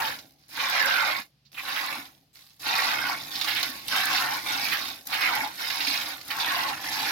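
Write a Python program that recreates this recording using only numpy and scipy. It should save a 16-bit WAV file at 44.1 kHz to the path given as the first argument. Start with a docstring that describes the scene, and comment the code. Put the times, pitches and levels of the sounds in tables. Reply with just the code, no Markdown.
"""Milking a cow by hand

A cow is milked by hand into a plastic bucket, close by, in a quiet straw-floored pen.
Each pull drives a jet into the frothy milk: swarms of chirping bubbles, a fizz of foam clicks
and filtered noise for the dull drumming of the pail. Hard jets bore gurgling hollows, most of them
sinking in pitch; slaps, stray drops and booming gulps join in, and most of it echoes in the bucket."""
import sys
import numpy as np
from scipy import signal
from scipy.fft import rfft, irfft, next_fast_len
from scipy.io import wavfile
from scipy.ndimage import uniform_filter1d, map_coordinates

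SR = 44100
rng = np.random.default_rng(int(sys.argv[2]) if len(sys.argv) > 2 else 0)


def generate_wav(sig):
    """Save sig (samples, or channels by samples) to the path in sys.argv[1] as 16-bit PCM at SR."""
    pcm = np.round(np.clip(np.atleast_2d(sig).T, -1, 1) * 32767).astype(np.int16)
    wavfile.write(sys.argv[1], SR, pcm)


N = 313551  # length [samples]


def amp(db):
    """Turn decibels into a gain."""
    return 10 ** (np.asarray(db) / 20)


def unit(x):
    """Scale to an rms (average strength) of 1."""
    return x / np.sqrt(np.mean(x ** 2) + 1e-20)


def along(points, hz):
    """Read a curve of (frequency [Hz], value) points on a log frequency axis."""
    f, v = np.transpose(points)
    return np.interp(np.log(hz + 1), np.log(f + 1), v)


def wobble(rate):
    """A smooth random curve with `rate` random points a second."""
    points = rng.standard_normal(int(N * rate / SR) + 4)
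    return map_coordinates(points, [np.arange(N) * rate / SR])


def coloured(x, spectrum, modes=()):
    """Filter with a broad tone curve plus resonant humps or dips; nothing sounds before its cause."""
    m = 2 * next_fast_len(N // 2 + SR // 4)
    hz = np.fft.rfftfreq(m, 1 / SR)
    db = along(spectrum, hz)
    for centre, width, boost in modes:
        db = db + boost / (1 + (2 * (hz - centre) / width) ** 2)
    # folding the cepstrum forward in time gives the filter its minimum phase
    cepstrum = irfft(np.log(amp(db)))
    cepstrum[1:m // 2] *= 2
    cepstrum[m // 2 + 1:] = 0
    response = np.exp(rfft(cepstrum))
    return irfft(rfft(x, m) * response, m)[..., :N]


# how alike left and right are: (frequency [Hz], likeness [0 to 1])
LIKENESS = [(60, 0.91), (280, 0.93), (600, 0.6), (1200, 0.098), (3000, 0.12), (12000, 0.2)]


def spread(pair):
    """Mix two signals into left and right, nearly alike in the bass and wide higher up."""
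    a, b = rfft(pair)
    likeness = along(LIKENESS, np.fft.rfftfreq(N, 1 / SR))
    turn = np.arccos(np.clip(likeness, -1, 1)) / 2
    mid, side = a * np.cos(turn), b * np.sin(turn)
    return irfft(np.array([mid + side, mid - side]), N)


def steady(pair, size=3000):
    """Hold the short-term rms of the centre near 1, keeping the fine grain; size in samples."""
    power = uniform_filter1d(uniform_filter1d(pair.mean(0) ** 2, size), size)
    return pair / np.sqrt(np.abs(power) + power.mean() / 10 ** 4)


def bubbles(at, hz, gain, cycles, rise, size=256):
    """Damped sines that start at given samples and chirp upward as bubbles near the surface."""
    k = np.arange(size)
    turns = hz[:, None] * k / SR
    age = turns / cycles
    ring = np.sin(2 * np.pi * turns * (1 + rise * age / (1 + age)))
    wave = gain[:, None] * np.exp(-age) * ring * (1 - k / size)
    return np.bincount((at[:, None] + k).ravel(), wave.ravel(), N + size)[:N]


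def walls(x, t60, direct, late_db, late_t60, drift=0.51, size=512):
    """Echoes in the bucket and a faint tail from the pen; paths drift as the jet wanders; t60s in s."""
    t = np.arange(8 * size) / SR
    pieces = np.pad(x, (0, -N % size)).reshape(-1, size)
    paths = rng.standard_normal((2, len(pieces), len(t)))
    # each moment keeps most of the last one's paths
    paths = signal.lfilter([1], [1, -np.exp(-drift ** 2)], paths, axis=1)
    echo = paths * (amp(-60 * t / t60) + amp(late_db - 60 * t / late_t60))
    echo /= np.linalg.norm(echo, axis=2, keepdims=True)
    echo[:, :, 0] += direct
    heard = signal.fftconvolve(pieces[None], echo, axes=2)
    # lay the overlapping pieces back in a row
    at = np.arange(len(pieces))[:, None] * size + np.arange(heard.shape[2])
    return np.array([np.bincount(at.ravel(), side.ravel())[:N] for side in heard])


# tone of the still air: (frequency [Hz], relative level [dB])
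AIR_TONE = [(15, -45), (25, -25.5), (137, 4), (416, -19), (463, -16.5), (1560, -20), (4870, -14),
            (7510, -31.5), (14000, -27.5), (16000, -47)]
# a faint far drone: (frequency [Hz], rms level [dB])
DRONE = [(63, -81.5), (139, -77.5)]


def pen(air_db, waver):
    """Faint outdoor air is filtered noise; the drone is sines whose phase wavers (in radians)."""
    t = np.arange(N) / SR
    drone = np.zeros(N)
    for hz, db in DRONE:
        drone += amp(db) * np.sqrt(2) * np.sin(2 * np.pi * hz * t + waver * wobble(4.1))
    air = unit(coloured(spread(rng.standard_normal((2, N))), AIR_TONE))
    return amp(air_db) * air + drone


# tone of the drumming: (frequency [Hz], relative level [dB])
DRUM_TONE = [(25, -23.5), (60, -5), (110, -3.5), (200, -5.5), (330, -3), (380, -6.5), (500, -4.5), (800, 1),
             (1600, -69.5)]
# resonances of the pail and its load: (frequency [Hz], width [Hz], boost [dB])
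PAIL_RINGS = [(139, 11, 9), (210.4, 22, 7), (268, 35, 10.5), (315, 26.5, 10.5)]


def drumming(push_db, level_db, flutter_db):
    """The uneven push of the jet, as fluttering noise, shakes the pail and the air column in it."""
    force = spread(rng.standard_normal((2, N))) * amp(flutter_db * wobble(45))
    return unit(coloured(force, DRUM_TONE, PAIL_RINGS)) * amp(push_db + level_db)


# heavy gulps that boom in the pail: (time [s], relative level [dB])
GULP_TIMES = [(0.572, -46), (1.985, -41), (2.891, -47), (3.69, -38), (4.548, -46), (5.42, -39),
              (5.876, -36)]


def gulps(level_db, t60):
    """A big pocket of air caves in and sets the pail booming: a low sine that dies away."""
    t = np.arange(N) / SR
    out = np.zeros(N)
    for s, db in GULP_TIMES:
        age = np.maximum(t - s, 0)
        hz = 275 * (1 + 0.021 * rng.standard_normal())
        swell = (1 - np.exp(-age / 0.0016)) * amp(db + level_db - 60 * age / t60)
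        out += swell * np.sin(2 * np.pi * hz * age)
    return out


def droplets(fizz_db, level_db, scatter_db, count=260):
    """Stray beads of spray click against the bucket's wall, louder when the froth is busy."""
    at = rng.integers(0, N, count)
    click_db = fizz_db[at] + level_db + scatter_db * rng.uniform(-1.1, 1, count)
    gain = amp(click_db) * rng.choice([-1, 1], count)
    tone = [(500, -21.5), (1500, 1), (5000, 10), (8000, -16.5), (12000, 3.5), (16000, -9.5)]
    ticks = coloured(np.bincount(at, gain, N), tone)
    return walls(ticks, t60=.014, direct=.7, late_db=-27.5, late_t60=.12)


# tone of the fizz: (frequency [Hz], relative level [dB])
FOAM_TONE = [(3000, -15), (6000, -1), (8500, -9), (10500, -1.5), (12300, 1), (14000, -0.5), (16000, -7.5)]
# larger cells of froth that snap: (time [s], relative level [dB])
SNAP_TIMES = [(0.4825, -46), (0.6975, -22), (0.858, -22.5), (2.338, -54), (2.781, -23.5), (3.628, -21.5),
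              (3.6998, -28.5), (3.881, -22.5), (3.9631, -22), (4.0546, -17.5), (4.209, -21), (4.6156, -30),
              (5.07, -22), (6.2798, -30)]


def foam(fizz_db, level_db, scatter_db, clump_db, clump_t60, snap_db, count=40000, size=1100):
    """Froth bursts as clumped clicks: one cell goes and its neighbours follow; snaps are short noise."""
    t = np.arange(SR // 20) / SR
    collapse = amp(-60 * t / clump_t60)
    starts = np.bincount(rng.integers(0, N, size), amp(clump_db * rng.standard_normal(size)), N)
    # a constant share of clicks falls outside the clumps
    clumps = np.sqrt(np.abs(signal.fftconvolve(starts ** 2, collapse ** 2)[:N]) + 1.3)
    cells = amp(scatter_db * rng.standard_normal(count)) * rng.choice([-1, 1], count)
    clicks = np.bincount(rng.integers(0, N, count), cells, N) * clumps
    pops = steady(clicks[None])[0] * amp(fizz_db + level_db)
    for s, db in SNAP_TIMES:
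        snap = amp(db + snap_db - 60 * t / 0.018) * rng.standard_normal(len(t))
        pops[int(s * SR):][:len(t)] += snap
    return coloured(walls(pops, t60=0.014, direct=0.19, late_db=-18.5, late_t60=0.14, drift=0.68), FOAM_TONE)


# spurts that slap the surface, and last drops after a pull:
# (time [s], relative level [dB], middle pitch [Hz], time to die by 60 dB [s])
SLAP_TIMES = [(0.187, -28.5, 3800, 0.032), (0.543, -37, 3800, 0.033), (0.562, -23, 2610, .04),
              (0.5728, -14.5, 1260, 0.045), (1.4496, -50.5, 4570, .12), (1.5428, -30.5, 2400, 0.066),
              (1.5757, -22.5, 2115, 0.099), (1.675, -15.5, 2024, .12), (1.754, -14, 2130, .15),
              (2.053, -34, 3620, 0.036), (2.5026, -44.5, 4430, .06), (2.598, -36, 5260, .05),
              (2.7805, -11, 1930, .06), (3.352, -20, 4340, 0.071), (3.4098, -13, 3700, .055),
              (3.444, -17, 4640, 0.039), (3.468, -13, 2350, 0.21), (3.555, -15, 2600, .16),
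              (3.629, -12.5, 3990, .05), (3.8817, -20, 3330, .035), (4.141, -16.5, 4200, 0.18),
              (4.714, -10, 1994, .16), (5.122, -13.5, 2275, .14), (5.2082, -14.5, 2090, .07),
              (5.7007, -12.5, 2970, .04), (5.8005, -14, 2740, 0.1), (5.87, -16, 3800, .09),
              (5.929, -16, 2760, 0.13), (6.008, -18.5, 3200, .09), (6.2125, -26, 5280, 0.022),
              (6.3023, -12.5, 2155, .09), (6.3974, -18.5, 3820, .06), (6.921, -21.5, 4500, 0.054)]


def slaps(level_db, spray_db, soft, count=70):
    """A spurt lands as a dying cluster of bubbles with clicks of spray; a long one swells in softly."""
    out = np.zeros(N)
    for s, db, pitch_hz, t60 in SLAP_TIMES:
        age = np.linspace(0, 1, count) ** 1.6 * t60 * .5
        at = np.clip(((s + age) * SR).astype(int), 0, N - 1)
        swell = 1 - np.exp(-age / (soft * t60 ** 2))
        gain = rng.choice([-1, 1], count) * amp(-60 * age / t60) * swell
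        hz = np.clip(pitch_hz * np.exp(0.31 * rng.standard_normal(count)), 500, 9000)
        spray = amp(spray_db) * np.bincount(at, gain, N)
        burst = bubbles(at, hz, gain, cycles=2.2, rise=0.097) + spray
        out += burst / np.abs(burst).max() * amp(db + level_db)
    out = coloured(out, [(300, -28.5), (800, -13.5), (5500, 0.5), (8000, -11.0), (12000, 0.5)])
    return walls(out, t60=0.025, direct=0.8, late_db=-4, late_t60=0.15)


# hollows bored by hard jets:
# (start [s], end [s], first pitch [Hz], last pitch [Hz], relative level [dB])
HOLLOW_TIMES = [(-.06, 0.081, 875, 862, -25.5), (0.719, 0.874, 2260, 1546, -23),
                (0.797, 1.1, 1580, 1400, -24.5), (.9, 1.202, 2270, 2170, -29.5),
                (1.565, 1.615, 2333, 2180, -32), (2.723, 2.819, 2024, 1756, -34.5),
                (2.954, 3.162, 1500, 1447, -33), (3.975, 4.172, 1780, 1460, -29),
                (4.225, 4.376, 912, 800, -31.5), (4.713, 4.768, 2230, 1494, -27),
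                (5.205, 5.29, 2465, 2100, -21.5), (5.276, 5.332, 1515, 763, -22),
                (5.337, 5.478, 850, 865, -25.5), (6.444, 6.538, 2130, 1445, -30.5),
                (6.584, 6.734, 896, 797, -33)]


def hollows(scatter, cycles, level_db, count=60):
    """As a hollow deepens its bubbles mostly sink in pitch; a deep, low hollow rings purer."""
    out = np.zeros(N)
    for start, end, first_hz, last_hz, db in HOLLOW_TIMES:
        u = (np.arange(count) + rng.random(count)) / count  # progress from 0 to 1
        at = ((start + u * (end - start)) * SR).astype(int)
        hz = first_hz * (last_hz / first_hz) ** u
        shallow = hz / 1500
        hz = hz * np.exp(scatter * shallow ** 1.7 * rng.standard_normal(count))
        # bubbles due before the sound begins are silent
        gain = rng.choice([-1, 1], count) * np.sin(np.pi * u) ** .5 * (at >= 0)
        ringing = (cycles / np.minimum(shallow, 1) ** 1.8)[:, None]
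        gurgle = bubbles(np.clip(at, 0, N - 1), hz, gain, ringing, rise=0.011, size=2048)
        share = abs(end - max(start, 0)) * SR / N  # part of the whole length it lasts
        out += unit(gurgle) * np.sqrt(share) * amp(db + level_db)
    out = coloured(out, [(300, -27), (700, -6.5), (3000, -2.5), (7000, -33.0)])
    return walls(out, t60=0.049, direct=0.71, late_db=-34.5, late_t60=.16, drift=0.29)


# tone of the splash in the bucket: (frequency [Hz], relative level [dB])
SPLASH_TONE = [(250, -44), (420, -20.5), (620, -16.5), (760, 0.5), (1000, -2.5), (1500, -3.5), (2200, -1),
               (3100, -4), (3800, -4.5), (5300, -4), (6800, -20.5), (9000, -42), (16000, -41)]
# air resonances of the bucket: (frequency [Hz], width [Hz], boost or dip [dB])
BUCKET_RINGS = [(550, 90, 10.5), (871, 20, 5.5), (1102, 65, 6), (1300, 98, -4.5), (1445, 420, 6),
                (2193, 390, 2), (3690, 260, 4.5)]


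def splash(jet_db, bright, gurgle, scatter_db, least=0.79, count=11500):
    """The jet breaks into beads; each traps a bubble, with the big ones favoured in a deep plunge."""
    at = rng.integers(0, N, count)
    octave = rng.uniform(-1.92, 1.887, count)
    hz = 1900 * 2 ** octave
    # the very biggest and smallest bubbles gain nothing more from the tilt
    size_db = bright[at] * np.clip(octave, -.8, 1.3) + scatter_db * rng.standard_normal(count)
    swarm = bubbles(at, hz, amp(size_db) * hz, cycles=1.96, rise=.12)
    echoing = walls(swarm, t60=0.037, direct=0.73, late_db=-13, late_t60=0.33, drift=0.33)
    sound = coloured(spread(echoing), SPLASH_TONE, BUCKET_RINGS)
    # energy that goes into a gurgling hollow is taken from the splash, which keeps at least a set share
    power = amp(jet_db) ** 2
    taken = uniform_filter1d(gurgle.mean(0) ** 2, size=2600)
    return steady(sound, size=1300) * np.sqrt(np.maximum(power - taken, abs(least) * power))


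THIN_BRIGHT = 0.22  # dB per octave gained for each dB of flow lost: a thin jet traps small bubbles
PLUNGE = 2.3  # dB per octave lost over the hold as the jet bores deeper
FIZZ_FOLLOWS, DRUM_FOLLOWS = 0.65, 0.44  # dB per dB of flow
FIZZ_FADE_DB = 0.5  # over the hold, as the jet clears the froth from its path
DRUM_GROWS_DB = 3.5  # over the hold, as the jet reaches into the body of milk
SURGE_DB, SURGE_RATE = 1.4, 17  # unevenness of the squeeze [dB], and its random points a second
RISE_DB, RELEASE_DB = 26, 30.5  # the flow climbs this far in the rise, drops this far in the release
FIZZ_LEAD_DB = 7  # extra fizz at the start of the rise, as the jet first breaks the froth
# one row per squeeze of the hands, some plunging deep and some grazing the froth; two come up almost dry:
# (start [s], rise [s], hold [s], release [s], splash [relative dB], mid-pull swell [dB],
#  sag over the hold [dB], brightness [dB per octave], fizz [relative dB], drumming [relative dB])
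SQUEEZES = [(-.26, 0.078, 0.28, 0.17, -28, 4.5, 4.5, -3.5, -41, -48.5),
            (0.363, 0.027, .06, .2, -71.5, 0.5, -6.5, 16, -76, -88),
            (0.489, 0.11, 0.6, 0.064, -29, 6, 4.5, -2, -44.5, -53.5),
            (1.517, 0.077, .38, 0.18, -41.5, 6.5, -4, -2, -50.5, -57.5),
            (2.329, 0.022, 0.034, 0.47, -57, 4, 1.5, 9, -60, -75.5),
            (2.595, 0.07, .46, 0.27, -29.5, 1, 0.5, -1, -43.5, -50.5),
            (3.193, 0.15, 0.27, 0.43, -37, 2, -5, 2.5, -45.5, -53.5),
            (3.856, 0.072, 0.46, 0.27, -28.5, 4.5, 6, -0.7, -41, -49.5),
            (4.402, 0.066, 0.44, 0.16, -31, 1.5, 5, 1.5, -41.5, -50),
            (5.053, 0.082, 0.31, .16, -31.5, 1.5, -1, -2, -44, -51),
            (5.528, 0.08, 0.49, 0.31, -35, 5, 1, 2.5, -44, -54),
            (6.249, 0.071, 0.4, 0.33, -33, 4.5, -0.5, -2, -45, -51),
            (6.802, 0.039, 0.33, .2, -36, 1, -7, 3, -45.5, -52.5)]


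def jets():
    """Each squeeze rises, swells, sags and lets go; its flow sets splash, bubble size, fizz and drumming."""
    t = np.arange(N) / SR
    columns = np.transpose(SQUEEZES)[:, :, None]
    start, rise, hold, release, splash_db, swell_db, sag_db, tilt, fizz_db, drum_db = columns
    held = t - start - rise
    u = np.clip(held / hold, 0, 1)  # progress through the hold
    opening = np.clip(-held / rise, 0, 1)
    closing = np.maximum(held - hold, 0) / release
    flow_db = swell_db * (1 - (2 * u - 1) ** 2) - sag_db * u
    flow_db = flow_db - RISE_DB * opening - RELEASE_DB * closing
    flow_db = flow_db + SURGE_DB * wobble(SURGE_RATE)

    def power(db):
        """Power of each squeeze, practically nil before it starts."""
        return amp(np.maximum(db, -200)) ** 2 * (t >= start) + 1e-20

    def total_db(p):
        """Add up the squeezes and return decibels."""
        return 10 * np.log10(p.sum(0))

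    jet = power(splash_db + flow_db)
    fizz = power(fizz_db + FIZZ_FOLLOWS * flow_db + FIZZ_LEAD_DB * opening - FIZZ_FADE_DB * (u - .5))
    push = power(drum_db + DRUM_FOLLOWS * flow_db + DRUM_GROWS_DB * (u - .5))
    tilts = tilt - THIN_BRIGHT * np.clip(flow_db, -RELEASE_DB, 0) - PLUNGE * (u - .5)
    bright = np.average(tilts, axis=0, weights=jet)  # the strongest jet counts most
    return total_db(jet), bright, total_db(fizz), total_db(push)


# balance of the milking sounds: (frequency [Hz], left minus right [dB])
BALANCE = [(200, 0.8), (380, 0.5), (750, -4), (1200, -2), (2300, -9), (3000, -2), (3900, -14.5),
           (5300, -7.5), (7000, 7), (9000, 7.5), (12000, -3.5), (15000, 7)]


def scene():
    """The jets drive splash, fizz, drumming and droplets; the middle pitches lean right, the top left."""
    jet_db, bright, fizz_db, push_db = jets()
    gurgle = hollows(scatter=0.047, cycles=6.4, level_db=-2.5)
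    milk = gurgle + amp(-0.68) * splash(jet_db, bright, gurgle, scatter_db=3.5)
    milk += foam(fizz_db, level_db=7.5, scatter_db=6.0, clump_db=4, clump_t60=0.0078, snap_db=2.0)
    milk += droplets(fizz_db, level_db=22.5, scatter_db=6)
    milk += slaps(level_db=-1.5, spray_db=-2.0, soft=.7)
    milk += drumming(push_db, level_db=1, flutter_db=2.0)
    milk += gulps(level_db=1, t60=.16)
    left = coloured(milk[0], [(hz, db / 2) for hz, db in BALANCE])
    right = coloured(milk[1], [(hz, -db / 2) for hz, db in BALANCE])
    return np.array([left, right]) + pen(air_db=-68.5, waver=.8)


TOP_HZ = 15950  # highest frequency kept [Hz]


def record(dry):
    """The microphone keeps nothing above its band limit."""
    m = next_fast_len(N + SR // 2)
    kept = np.fft.rfftfreq(m, 1 / SR) < TOP_HZ
    return irfft(rfft(dry, m) * kept, m)[:, :N]


dry = scene()
out = record(dry)
generate_wav(out)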